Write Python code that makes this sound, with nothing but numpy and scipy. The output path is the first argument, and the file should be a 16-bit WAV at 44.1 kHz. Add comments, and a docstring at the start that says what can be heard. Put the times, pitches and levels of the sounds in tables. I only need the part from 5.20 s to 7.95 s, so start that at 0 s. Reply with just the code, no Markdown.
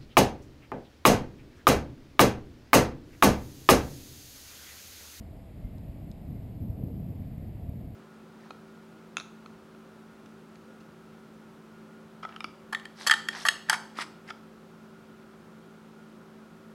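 """An open field on a breezy day: noise beds make a far hum, airy hiss and a rush that comes and goes,
under a faint throbbing band of insects. Wind rumbles on the microphone as shaped noise, with soft bumps.
Early on comes one faint short peep, a falling sine, then two small dry snaps, clicks into short modes.
Past the middle the wind swells in one gust, its crest thickened by a low whoosh.
A thin high sizzle follows the wind throughout: the recorder's mirror of the low sound."""
import sys
import numpy as np
from scipy import signal
from scipy.fft import rfft, irfft
from scipy.io import wavfile
from scipy.ndimage import uniform_filter1d

SR = 44100
rng = np.random.default_rng(int(sys.argv[2]) if len(sys.argv) > 2 else 0)


def store_pcm(level_fs):
    """Save levels as 16-bit WAV."""
    pcm = np.round(np.clip(level_fs, -1, 1) * 32767).astype(np.int16)
    wavfile.write(sys.argv[1], SR, np.atleast_2d(pcm).T)


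N = 121275
TIME = np.arange(N) / SR

# All spectra of noise beds give relative density; the bed's level is set apart.
# far hum: (frequency [Hz], density [dB per Hz])
HUM_SPECTRUM = [(60, -16), (150, -2), (290, 2.5), (420, -4), (540, -2.5), (660, 0.65), (780, -6.5),
                (950, -14), (1300, -22.5), (2500, -46.5)]
HUM_DB = -55

# airy hiss: (frequency [Hz], density [dB per Hz])
AIR_SPECTRUM = [(900, 0), (1500, -3), (2050, 0), (2600, -1.5), (3300, -5.5), (5100, -10), (6050, -22),
                (7000, -12), (9000, -13), (9950, -12), (10600, -14.5), (12500, -29), (13400, -42),
                (14100, -12), (15200, -16)]
# ride of the hiss before its trim: (time [s], level [dB])
AIR_RIDE = [(0, -69.5), (.45, -69.5), (.9, -70), (1.28, -70), (1.55, -71), (1.9, -70), (2.75, -70.5)]
AIR_TRIM_DB = 0.77

# soft midrange rush: (frequency [Hz], density [dB per Hz])
RUSH_SPECTRUM = [(900, -19), (1300, -7), (2100, 3), (2800, -13), (4000, -12)]
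# coming and going of the rush: (time [s], level [dB])
RUSH_RIDE = [(0, -76), (.25, -77.5), (.38, -74), (.55, -78), (.88, -76), (1.1, -79), (1.25, -76),
             (1.5, -90), (1.92, -83), (2.02, -72.5), (2.09, -75.5), (2.17, -72), (2.35, -76), (2.75, -77)]

# the insect band reaches INSECT_REACH_HZ to each side; its level is set before the throb
INSECT_HZ, INSECT_REACH_HZ, INSECT_PULSE_HZ, INSECT_DB = 9600, 250, 41.8, -94

# the peep's time and pitch are those of its middle
PEEP_S, PEEP_LENGTH_S, PEEP_HZ, PEEP_FALL_HZ_PER_S, PEEP_PEAK_DB = 0.455, 0.05, 2105, 900, -65.3

# dry snaps, driving level: (time [s], level [dB], brightness [dB per octave])
SNAPS = [(0.5824, -57.5, -3), (0.9149, -52, 0)]
# contacts within each snap: (time after its start [s], level against the snap [dB])
SNAP_CONTACTS = [(0, 0), (.002, -15), (.008, -20)]
# ringing modes of the snaps: (frequency [Hz], level [dB], 60 dB decay [s], delay [s])
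SNAP_MODES = [(3400, 4, 0.003, 0), (3970, 5.5, 0.004, 0), (4950, 1, 0.0055, .0007),
              (7000, -4, 0.0055, .0007), (8100, 1.5, 0.003, 0)]
SNAP_BAND_HZ = (2600, 10000)

# single eddies that thump the microphone: (time [s], peak level [dB], half width [s])
BUFFETS = [(0.451, -27, 0.0043), (0.697, -29, 0.0036), (1.503, -23, 0.0027), (1.639, -21, 0.0018),
           (1.821, -34, 0.0023), (2.285, -30.5, 0.0019), (2.492, -30.5, 0.0028)]

# strength of the wind on the microphone, before the trim: (time [s], level [dB])
WIND_RIDE = [(0, -42), (.27, -49), (.38, -43), (.62, -42.5), (.79, -38.5), (.91, -40.5), (.945, -46.5),
             (1.04, -41), (1.11, -35.5), (1.22, -40), (1.31, -37.5), (1.39, -40), (1.425, -32),
             (1.56, -38.5), (1.64, -35.5), (1.84, -33.5), (2.0, -38), (2.15, -38), (2.33, -38),
             (2.375, -41), (2.45, -38.5), (2.6, -36.5), (2.75, -42.5)]
# rumble of the wind: (frequency [Hz], density [dB per Hz])
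RUMBLE_SPECTRUM = [(15, -43.5), (26, -8.5), (38, -0.5), (58, -3), (80, 2.5), (120, -0.5), (175, -3),
                   (230, -6.5), (295, -12.5), (350, -21), (500, -27.5), (700, -39), (1100, -60)]
# FLUTTER_DB is the typical spread of the flutter
WIND_TRIM_DB, FLUTTER_DB, FLUTTER_HZ = -0.5, 1.34, 23.5
DEEP_BELOW_HZ, BRIGHT_ABOVE_HZ = 77, 210
DEEP_FOLLOWS, BRIGHT_FOLLOWS = 0.25, 1.1  # share of the wind's swing in dB

# low whoosh at the crest of the gust: (frequency [Hz], density [dB per Hz])
WHOOSH_SPECTRUM = [(200, 1), (330, 0), (480, -4.5), (600, -11), (900, -27.5)]
WHOOSH_S, WHOOSH_WIDTH_S, WHOOSH_DB = 1.652, 0.069, -45.5

# sizzle against the low sound it mirrors: (distance from the centre [Hz], level [dB])
SIZZLE_MIRROR = [(20, -36), (40, -56), (80, -42), (150, -38), (250, -33), (400, -30), (650, -22.5),
                 (900, -28.5), (1300, -25)]
SIZZLE_HZ, CUTOFF_HZ = 12000, 15250


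def from_db(db):
    """Turn decibels into gain."""
    return 10 ** (np.asarray(db) / 20)


def rms_one(x):
    """Scale a sound to unit rms."""
    return x / np.sqrt(np.mean(x ** 2) + 1e-20)


def in_time(points):
    """Draw a control curve through (time, value) points."""
    return np.interp(TIME, *np.transpose(points))


def colour(x, points):
    """Filter by (frequency, dB) points on a log frequency axis, all but silent outside them."""
    hz, db = np.transpose(points)
    bins = np.maximum(np.arange(N // 2 + 1) * SR / N, 1)
    gain_db = np.interp(np.log(bins), np.log(hz), db, left=-120, right=-120)
    return irfft(rfft(x) * from_db(gain_db), N)


def noise(points):
    """Coloured noise of unit rms."""
    return rms_one(colour(rng.standard_normal(N), points))


def drift(rate_hz):
    """Random wander of unit rms: noise through two equal one-pole lowpasses."""
    pole = np.exp(-2 * np.pi * rate_hz / SR)
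    # the first second is dropped while the filter settles
    wander = signal.lfilter([1], [1, -2 * pole, pole * pole], rng.standard_normal(N + SR))[SR:]
    return rms_one(wander)


def below(x, hz):
    """Keep the part of a sound under a frequency, without shifting it in time."""
    return signal.sosfiltfilt(signal.butter(2, hz, fs=SR, output="sos"), x)


def steady(x, size):
    """Even out a noise's swings over a span of samples, at about its overall level."""
    return x * np.std(x) / np.sqrt(uniform_filter1d(x ** 2, size=size) + 1e-20)


def ring(clicks, hz, t60):
    """A resonator: each unit click starts a decaying sine of initial height 1."""
    radius = from_db(-60 / (t60 * SR))
    angle = 2 * np.pi * hz / SR
    feedback = [1, -2 * radius * np.cos(angle), radius * radius]
    return signal.lfilter([0, np.sin(angle)], feedback, clicks + 1e-18)


def far_hum():
    """Steady noise weighted to the lows and low mids."""
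    return from_db(HUM_DB) * noise(HUM_SPECTRUM)


def airy_hiss():
    """High noise on a nearly level ride."""
    return from_db(AIR_TRIM_DB + in_time(AIR_RIDE)) * noise(AIR_SPECTRUM)


def midrange_rush():
    """A soft band of noise that comes and goes."""
    return from_db(in_time(RUSH_RIDE)) * noise(RUSH_SPECTRUM)


def insects():
    """A faint chorus: slow noise on a high carrier, throbbing with a wandering phase."""
    throb = 1 + np.sin(2 * np.pi * INSECT_PULSE_HZ * TIME + drift(2.8)) / 2
    carrier = np.sin(2 * np.pi * INSECT_HZ * TIME)
    band = rms_one(below(rng.standard_normal(N), INSECT_REACH_HZ) * carrier)
    return from_db(INSECT_DB) * throb * band


def peep():
    """A sine that falls slightly in pitch under a rounded swell."""
    t = TIME - PEEP_S
    swell = np.cos(np.pi * np.clip(t / PEEP_LENGTH_S, -.5, .5))
    # half the fall in the phase gives the full fall in pitch
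    cycles = (PEEP_HZ - PEEP_FALL_HZ_PER_S * t / 2) * t
    return from_db(PEEP_PEAK_DB) * swell * np.sin(2 * np.pi * cycles)


def snaps():
    """A two-stage crack into a few short modes, then faint rebounds; the softer snap is duller."""
    contacts = [(start + lag, db + loss, tilt)
                for start, db, tilt in SNAPS for lag, loss in SNAP_CONTACTS]
    times, levels_db, tilts = np.transpose(contacts)
    out = np.zeros(N)
    for k, (hz, mode_db, t60, delay) in enumerate(SNAP_MODES):
        octaves = np.log2(hz / SNAP_MODES[0][0])
        chance_db = rng.standard_normal(len(times))
        clicks = np.zeros(N)
        places = ((times + delay) * SR).astype(int)  # delayed modes make the second stage
        clicks[places] = from_db(levels_db + mode_db + tilts * octaves + chance_db)
        out += (-1) ** k * ring(clicks, hz, t60)  # neighbouring modes take opposite signs
    return signal.sosfilt(signal.butter(2, SNAP_BAND_HZ, "band", fs=SR, output="sos"), out)


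def buffets():
    """Each eddy is one soft pressure bump with suction on both sides."""
    out = np.zeros(N)
    for time, peak_db, half_width in BUFFETS:
        u = ((TIME - time) / half_width) ** 2
        out += from_db(peak_db) * (1 - u) * np.exp(-u / 2)
    return out


def gust_whoosh():
    """A short low whoosh of evened noise swells and fades with the gust's crest."""
    swell = np.exp(-((TIME - WHOOSH_S) / WHOOSH_WIDTH_S) ** 2 / 2)
    return from_db(WHOOSH_DB) * swell * steady(noise(WHOOSH_SPECTRUM), size=1400)


def wind_rumble():
    """Turbulence on the microphone: a stronger wind is louder and brighter."""
    level_db = in_time(WIND_RIDE)
    mean_db = level_db.mean()
    swing_db = level_db - mean_db
    eddies = noise(RUMBLE_SPECTRUM)
    deep = below(eddies, DEEP_BELOW_HZ)
    deep_and_body = below(eddies, BRIGHT_ABOVE_HZ)
    body = deep_and_body - deep
    bright = eddies - deep_and_body
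    # the higher the band, the more it follows the wind
    rumble = steady(deep, size=3000) * from_db(DEEP_FOLLOWS * swing_db)
    rumble += steady(body, size=1800) * from_db(swing_db)
    rumble += steady(bright, size=1400) * from_db(BRIGHT_FOLLOWS * swing_db)
    flutter_db = FLUTTER_DB * drift(FLUTTER_HZ)
    return rumble * from_db(WIND_TRIM_DB + mean_db + flutter_db)


def scene():
    """Mix everything that reaches the microphone into one channel."""
    background = far_hum() + airy_hiss() + midrange_rush() + insects()
    events = peep() + snaps()
    wind = buffets() + gust_whoosh() + wind_rumble()
    return (background + events + wind)[None]


def record(dry):
    """The recorder mirrors the low sound faintly around one high frequency, as a sizzle; the top is cut."""
    carrier = 2 * np.cos(2 * np.pi * SIZZLE_HZ * TIME)
    sizzle = colour(dry[0], SIZZLE_MIRROR) * carrier
    top_cut = signal.ellip(12, .2, 70, CUTOFF_HZ, fs=SR, output="sos")
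    return signal.sosfilt(top_cut, dry + sizzle)


dry = scene()
out = record(dry)
store_pcm(out)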